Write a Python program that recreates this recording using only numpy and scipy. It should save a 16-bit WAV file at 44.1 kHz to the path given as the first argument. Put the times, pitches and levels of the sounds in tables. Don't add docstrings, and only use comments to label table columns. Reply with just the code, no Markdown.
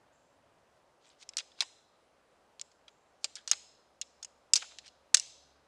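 import sys
import numpy as np
from scipy import signal
from scipy.io import wavfile
from scipy.ndimage import uniform_filter1d, minimum_filter1d

SR = 44100
rng = np.random.default_rng(int(sys.argv[2]) if len(sys.argv) > 2 else 0)


def nominal_scale(level):
    x = np.asarray(level, float) / 20
    return 10 ** x


def to_wav(s):
    ch = np.atleast_2d(s).T
    pcm = np.round(np.clip(ch, -1, 1) * 32767)
    wavfile.write(sys.argv[1], SR, pcm.astype(np.int16))


N = 250047


def at_hz(points, hz):
    table_hz, values = np.transpose(points)
    return np.interp(np.log(hz), np.log(table_hz), values)


def rms_one(x):
    return x / np.sqrt(np.mean(x ** 2) + 1e-20)


def band(x, low_hz, high_hz):
    edges_hz = [low_hz, min(high_hz, .45 * SR)]
    return signal.sosfilt(signal.butter(2, edges_hz, "band", fs=SR, output="sos"), x)


def dull(x, hz):
    return signal.sosfilt(signal.butter(6, hz, fs=SR, output="sos"), x)


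def resonance(x, hz, width_hz):
    r = np.exp(-np.pi * width_hz / SR)
    top = (1 - r * r) / 2
    return signal.lfilter([top, 0, -top], [1, -2 * r * np.cos(2 * np.pi * hz / SR), r * r], x)


def drift(rate):
    r = np.exp(-80 * np.pi * rate / SR)
    slow = signal.lfilter([1], [1, -2 * r, r * r], rng.standard_normal(N // 40 + 2002))[2000:]
    return np.interp(np.arange(N) / 40, np.arange(len(slow)), rms_one(slow))


# mode_hz, width_hz, level_db
BONE_MODES = [(791, 110, -28), (1380, 29, -31.5), (1700, 33, -6), (2860, 170, 11.5), (3640, 510, -14.5),
              (4020, 16, 7), (5000, 360, 5), (5080, 110, 15), (6040, 79, -12.5), (6200, 210, 3.5),
              (6650, 720, 2), (6763, 44, 10), (8250, 170, 0), (8400, 150, -18.5), (9600, 78, -32),
              (9340, 86, -11), (10100, 65, -15), (10400, 240, -17.5), (11200, 100, -36),
              (11600, 150, -30.5)]


def bone(force, widen, spot_hz, focus_db):
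    strengths_db = 4 * rng.standard_normal(len(BONE_MODES))
    ringing = 0
    for k, (hz, width_hz, db) in enumerate(BONE_MODES):
        level_db = db + strengths_db[k] - focus_db * np.log2(hz / spot_hz) ** 2
        sign = (-1) ** k
        ringing = ringing + sign * nominal_scale(level_db) * resonance(force, hz, widen * width_hz + 150)
    return ringing


# start_s, peak_db, tine_hz (loudest), thud_db (beam), dying_s (60 dB)
STRIKES = [(1.29, -29, 5470, -22, 0.02), (1.3349, -42, 3810, -7.5, 0.015),
           (1.3687, -16.5, 5080, -24.5, .018), (1.6053, -11, 4020, -19, 0.042),
           (2.5955, -33.5, 4076, -18, 0.011), (2.613, -22.5, 5200, -27, 0.018),
           (2.8799, -43, 3400, -13, 0.039), (3.2429, -16.5, 4870, -18.5, 0.04),
           (3.3543, -28, 5060, -33, 0.046), (3.4755, -23.5, 5860, -17, 0.049),
           (3.513, -7, 6420, -21, 0.023), (3.5142, -8.5, 6360, -32, 0.011),
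           (4.0132, -22.5, 6830, -29, 0.023), (4.228, -29.5, 6590, -28, 0.027),
           (4.2464, -30, 6920, -20.5, .025), (4.5343, -9, 5100, -22.5, 0.03),
           (4.5557, -12, 4600, -26, 0.027), (4.5616, -15, 5800, -21, 0.057),
           (4.7854, -29.5, 4140, -17, 0.036), (5.1426, -8, 4750, -19.5, 0.034),
           (5.1445, 1, 6160, -28, 0.017), (5.1692, -16, 5110, -24, 0.014),
           (5.197, -15.5, 5700, -44.5, 0.013)]
# start_s, peak_db, tine_hz (loudest), thud_db (beam)
TOUCHES = [(1.046, -61, 3805, -1.5), (1.3813, -23, 6020, -17), (1.3856, -24.5, 3070, -26),
           (1.3962, -30.5, 3320, -20), (1.4028, -34, 3640, -8.5), (1.517, -51.5, 3500, -12.5),
           (1.588, -45, 2400, -5), (1.597, -52.5, 2600, -8.5), (1.62, -26, 5080, -4),
           (1.6304, -34, 2900, -17), (2.606, -54, 4070, -17), (2.715, -55.5, 4990, -11),
           (3.5175, -16.5, 3800, -14), (3.531, -25, 4240, -10.5), (4.0136, -32, 3970, -34.5),
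           (4.027, -42, 3400, -35), (4.2259, -42, 4650, -14), (4.5354, -10.5, 6345, -33.5),
           (4.5738, -27.5, 4640, -18.5), (4.6231, -34.5, 3072, -4), (4.7108, -56, 5285, 1),
           (4.7195, -52, 2790, -0.5), (4.878, -41.5, 4360, -22.5), (5.147, -13, 6500, -29.5),
           (5.169, -25, 7500, -29.5), (5.175, -27, 5320, -20.5)]
# note_hz, level_db
BEAM_NOTES = [(1400, -1.5), (1790, -3.5), (2150, 2)]


def clacks():
    start_offset_s, touch_dying_s = .0006, 0.037
    out, energy, t, blow = np.zeros(N + 4000), np.zeros(N), np.arange(4000) / SR, 0
    for s, db, hz, thud_db, t60 in sorted(STRIKES + [(*row, touch_dying_s) for row in TOUCHES]):
        spread_db = 3.5 * np.minimum(rng.exponential(1, 4000), 3)
        echoes = rng.standard_normal(4000) * nominal_scale(spread_db - 19.0)
        force = echoes * nominal_scale(-60 * t / np.clip(t60, .006, .12))
        force[0] = 1

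        modes = rms_one(band(bone(force, 0.13, hz, focus_db=-5.0), 3200, 6700))
        tine = nominal_scale(2.0) * rms_one(resonance(force, hz, 380))
        crack = nominal_scale(4.0) * rms_one(band(force * nominal_scale(-500 * t), 0.66 * hz, min(1.6 * hz, 8500)))
        body = band(dull(modes + tine + crack, 8600), 2200, 10000)

        notes = 0
        for beam_hz, level_db in BEAM_NOTES:
            notes = notes + nominal_scale(level_db + 5 * rng.standard_normal()) * resonance(force, beam_hz, 200)
        beam = rms_one(notes) + nominal_scale(0.5) * rms_one(band(force, 600, 3000))
        beam = band(band(beam, 370, 2800), 370, 2800)
        grip = rms_one(band(resonance(force, 420, 450), 250, 600))
        beam = beam + nominal_scale(-16 + .6 * db) * grip

        edge_db = -22 + 7 * np.log2(hz / 5000) + 0.17 * (db + 16)
        bright = band(force * nominal_scale(-1500 * t), 9300, 13000)
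        edge = nominal_scale(edge_db + 4.0) * rms_one(dull(bright, 10000))
        first_contact = rms_one(band(force * nominal_scale(-2500 * t), 10500, 14000))
        edge = edge + nominal_scale(edge_db - 12.5) * first_contact

        hit = nominal_scale(db) * (body + nominal_scale(thud_db + 6.5) * beam + edge) / np.abs(body).max()
        at = round((s + start_offset_s) * SR)
        out[at:at + 4000] += hit
        blow = blow if at - blow < 300 else at
        energy[blow] += np.sum(hit ** 2)
    return out[:N], np.sqrt(energy)


# start_s, peak_db, note_hz, dying_s (60 dB)
KNOCKS = [(1.622, -42, 1040, 0.048), (3.2435, -47.5, 620, 0.049), (3.365, -53, 1630, 0.17),
          (3.515, -33, 2870, .02), (4.014, -37.5, 3400, 0.036), (4.229, -45, 3525, 0.033),
          (4.6235, -38.5, 1790, 0.023), (4.628, -49, 890, 0.075), (4.643, -48, 1400, .02),
          (1.606, -23.5, 3980, 0.022), (4.5352, -7.5, 4990, 0.016), (4.5349, -8.5, 7580, 0.0099),
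          (4.562, -16.5, 5840, .02), (4.574, -27.5, 4830, 0.027), (5.143, -21, 1760, 0.033),
          (5.146, -41.5, 622, 0.035), (5.145, -14, 8050, .015)]


def knocks():
    out, taps, t = np.zeros(N), np.zeros(N), np.arange(4000) / SR
    for s, db, hz, t60 in KNOCKS:
        force = nominal_scale(-17 - 60 * t / t60) * rng.standard_normal(4000)
        force[0] = 1
        note = band(resonance(force, hz, 160 + 0.013 * hz), .6 * hz, 1.3 * hz)
        note = dull(note, 9000)
        note = nominal_scale(db) * note / np.abs(note).max()
        at = round(s * SR)
        out[at:at + 4000] += note
        taps[at] += np.linalg.norm(note)
    return out, taps


# start_s, end_s, level_db, first_hz, last_hz (colour)
SLIDES_IN = [(1.009, 1.056, -66, 3460, 4200), (1.028, 1.092, -63.5, 6000, 7260),
             (1.186, 1.226, -56, 5000, 6600), (1.2, 1.234, -50, 5600, 4300),
             (1.205, 1.232, -57, 2350, 2830), (1.556, 1.603, -58, 2980, 5210),
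             (3.21, 3.242, -63, 6000, 4500), (3.479, 3.503, -43.5, 5460, 4924),
             (4.591, 4.622, -46, 4800, 2724), (4.688, 4.745, -65.5, 2430, 3400),
             (4.836, 4.871, -52, 2400, 4800), (4.866, 4.886, -55, 4440, 4500),
             (4.829, 4.871, -56, 2200, 2870)]
# start_s, end_s, level_db, first_hz, last_hz (colour)
SLIDES_OUT = [
    (1.062, 1.186, -67, 2760, 3000),
    (1.1, 1.155, -65, 4042, 4100),
    (3.362, 3.413, -50.5, 3260, 3700),
    (4.621, 4.663, -55.5, 2090, 1750),
]


def rubs():
    slips_per_s, slip_spread_db = 3500, 2
    rise_db, fall_db, let_go_db_per_s = 18.5, 19, 2800
    out = np.zeros(N)
    wander = .05 * drift(25)
    clumps_db = 2.2 * drift(120)
    colours_hz = np.geomspace(1700, 7500, 14)
    slides = [(row, True) for row in SLIDES_IN] + [(row, False) for row in SLIDES_OUT]
    for (start, end, db, first_hz, last_hz), swells in slides:
        i = np.arange(round(start * SR), round(start * SR) + 7000)
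        done = np.clip((i / SR - start) / (end - start), 0, 1)
        spread_db = slip_spread_db * np.minimum(rng.exponential(1, len(i)), 3)
        sizes = rng.standard_normal(len(i)) * nominal_scale(spread_db)
        slope_db = rise_db * (1 - done) if swells else fall_db * done
        level_db = db - slope_db - let_go_db_per_s * np.maximum(i / SR - end, 0)
        slips = rms_one((rng.random(len(i)) < slips_per_s / SR) * sizes)
        slips = slips * nominal_scale(level_db + clumps_db[i])

        spot = np.log(first_hz + (last_hz - first_hz) * done) + wander[i]
        colour = 0
        for hz in colours_hz:
            nearness = nominal_scale(9 - 200 * (np.log(hz) - spot) ** 2)
            colour = colour + nearness * resonance(slips, hz, 360)
        hiss = band(slips, 1300, 8500)
        out[i] += colour + nominal_scale(-7) * hiss + nominal_scale(-8) * bone(slips, 0.52, 5000, focus_db=-1.5)
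    return dull(out, 8600) + nominal_scale(-19.5) * band(out, 9200, 11500)


# band_hz, t60_s
FOREST_T60 = [(500, .4), (1500, 0.12), (4000, 0.91), (8000, 0.52), (14000, .35)]
# band_hz, gain_db
FOREST_GAIN = [(500, -45), (1500, -33.5), (2500, -36), (5000, -41.5), (8000, -35.5), (10000, -59),
               (12000, -68.5), (14000, -79.5)]
# mode_hz, width_hz, level_db
HAZE_MODES = [(4050, 75, 0), (5080, 62, 0), (5250, 120, -3), (6080, 220, -3), (6630, 62, -5),
              (7220, 82, -7)]


def forest(ticks):
    t, edges = np.arange(SR) / SR, 400 * 2 ** np.arange(0, 5.4, 1 / 3)
    white, tail = rng.standard_normal((2, SR)), 0
    for k, (low, high) in enumerate(zip(edges, edges[1:])):
        hz = np.sqrt(low * high)
        decay_db = at_hz(FOREST_GAIN, hz) - 60 * t / at_hz(FOREST_T60, hz)
        tail = tail + band(white[k % 2], low, high) * nominal_scale(decay_db)
    tail = tail * (1 - np.exp(-(t / 0.024) ** 2))
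    tail = tail + sum(nominal_scale(db + 1) * resonance(tail, hz, width_hz + 90) for hz, width_hz, db in HAZE_MODES)
    tail = dull(tail, 12000)
    return signal.fftconvolve(ticks, nominal_scale(-13) * tail)[:N]


# start_s, level_db
CHIPS = [
    (0.126, -78),
    (2.9, -80),
]


def bird():
    top_hz, low_hz = 7380, 6300
    out, t = np.zeros(N), np.arange(round(.3 * SR)) / SR
    for s, db in CHIPS:
        pitch_hz = top_hz - (top_hz - low_hz) * np.exp(-t / .006)
        tone = np.sin(2 * np.pi * np.cumsum(pitch_hz) / SR)
        chip = tone * np.clip(t / .003, 0, 1) * nominal_scale(-250 * t)
        hiss = rng.standard_normal(len(t))
        line = resonance(resonance(hiss, top_hz, 180), top_hz, 180)
        line = rms_one(line) * nominal_scale(-6.5 - 17 * t)
        smear = rms_one(band(hiss, low_hz, top_hz)) * nominal_scale(-1.5 - 60 * t)
        fade = np.clip(t / 0.0054, 0, 1) * np.clip((.26 - t) / 0.046, 0, 1)
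        at = round(s * SR)
        out[at:at + len(t)] += nominal_scale(db) * (chip + (line + smear) * fade)
    return out


# time_s, level_db
ENGINE = [
    (0, -93),
    (.5, -93),
    (.8, -94),
    (3.1, -94),
    (3.6, -86),
    (4.8, -85.5),
    (5.67, -83),
]


def drone():
    firing_hz = 69.3
    t = np.arange(N) / SR
    first_db = np.interp(t, *np.transpose(ENGINE))
    second_db = -83.5 - 15 * np.minimum(np.abs(t - 5.3) / .6, 1)
    rumble_db = -82.5 - 28 * np.maximum(t - 0.58, 0)
    phase = 2 * np.pi * np.cumsum(firing_hz * (1 + .01 * drift(1.5))) / SR
    first = nominal_scale(first_db + 4 + 2.0 * drift(3.7)) * np.sin(phase)
    second = nominal_scale(second_db + 5.0 + 2.5 * drift(6)) * np.sin(2 * phase)
    rumble = rms_one(band(rng.standard_normal(N), 77, 170))
    return first + second + nominal_scale(rumble_db) * rumble


# centre_hz, width_hz, level_db
HUMS = [(590, 110, -80), (2760, 150, -94)]


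def machine_hums():
    out = 0
    for hz, width_hz, db in HUMS:
        hum = rms_one(resonance(rng.standard_normal(N), hz, width_hz))
        out = out + nominal_scale(db + 1.5 * drift(3)) * hum
    return out


# band_hz, density_db (dB per Hz)
AIR_SPECTRUM = [(13, -49), (22, -16.5), (76, -11), (108, -11), (135, -10), (203, -11.5), (239, -8),
                (315, -5), (342, -7.5), (592, -2), (997, -7), (1460, -11), (2030, -16), (8710, -27),
                (15500, -50)]


def air():
    out, edges = 0, 20 * 2 ** np.arange(0, 9.7, 1 / 3)
    white, together = rng.standard_normal((2, N + SR)), drift(2.8)
    for k, (low, high) in enumerate(zip(edges, edges[1:])):
        level_db = at_hz(AIR_SPECTRUM, np.sqrt(low * high))
        gain = nominal_scale(level_db + .45 * together + .9 * drift(4))
        out = out + gain * band(white[k % 2], low, high)[SR:]
    return nominal_scale(-71.5 + 2.5) * rms_one(out)


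def scene():
    hits, ticks = clacks()
    notes, taps = knocks()
    rubbing = rubs()
    to_trees = nominal_scale(-3.5) * (ticks + taps) + nominal_scale(-10.5) * hits + nominal_scale(-17) * notes + nominal_scale(0.5) * rubbing
    antlers = hits + notes + rubbing + forest(to_trees)
    background = bird() + drone() + machine_hums() + air()
    return (antlers + background)[None]


def roll_off(x):
    return signal.sosfilt(signal.butter(12, 16060, fs=SR, output="sos"), x)


def record(dry):
    cut = signal.sosfilt(signal.cheby2(10, 60, 16200, fs=SR, output="sos"), dry)
    room_left = np.minimum(1, .95 / (np.abs(cut) + 1e-9))
    gain = uniform_filter1d(minimum_filter1d(room_left, size=61), size=31)
    return roll_off(gain * cut)


dry = scene()
out = record(dry)
to_wav(out)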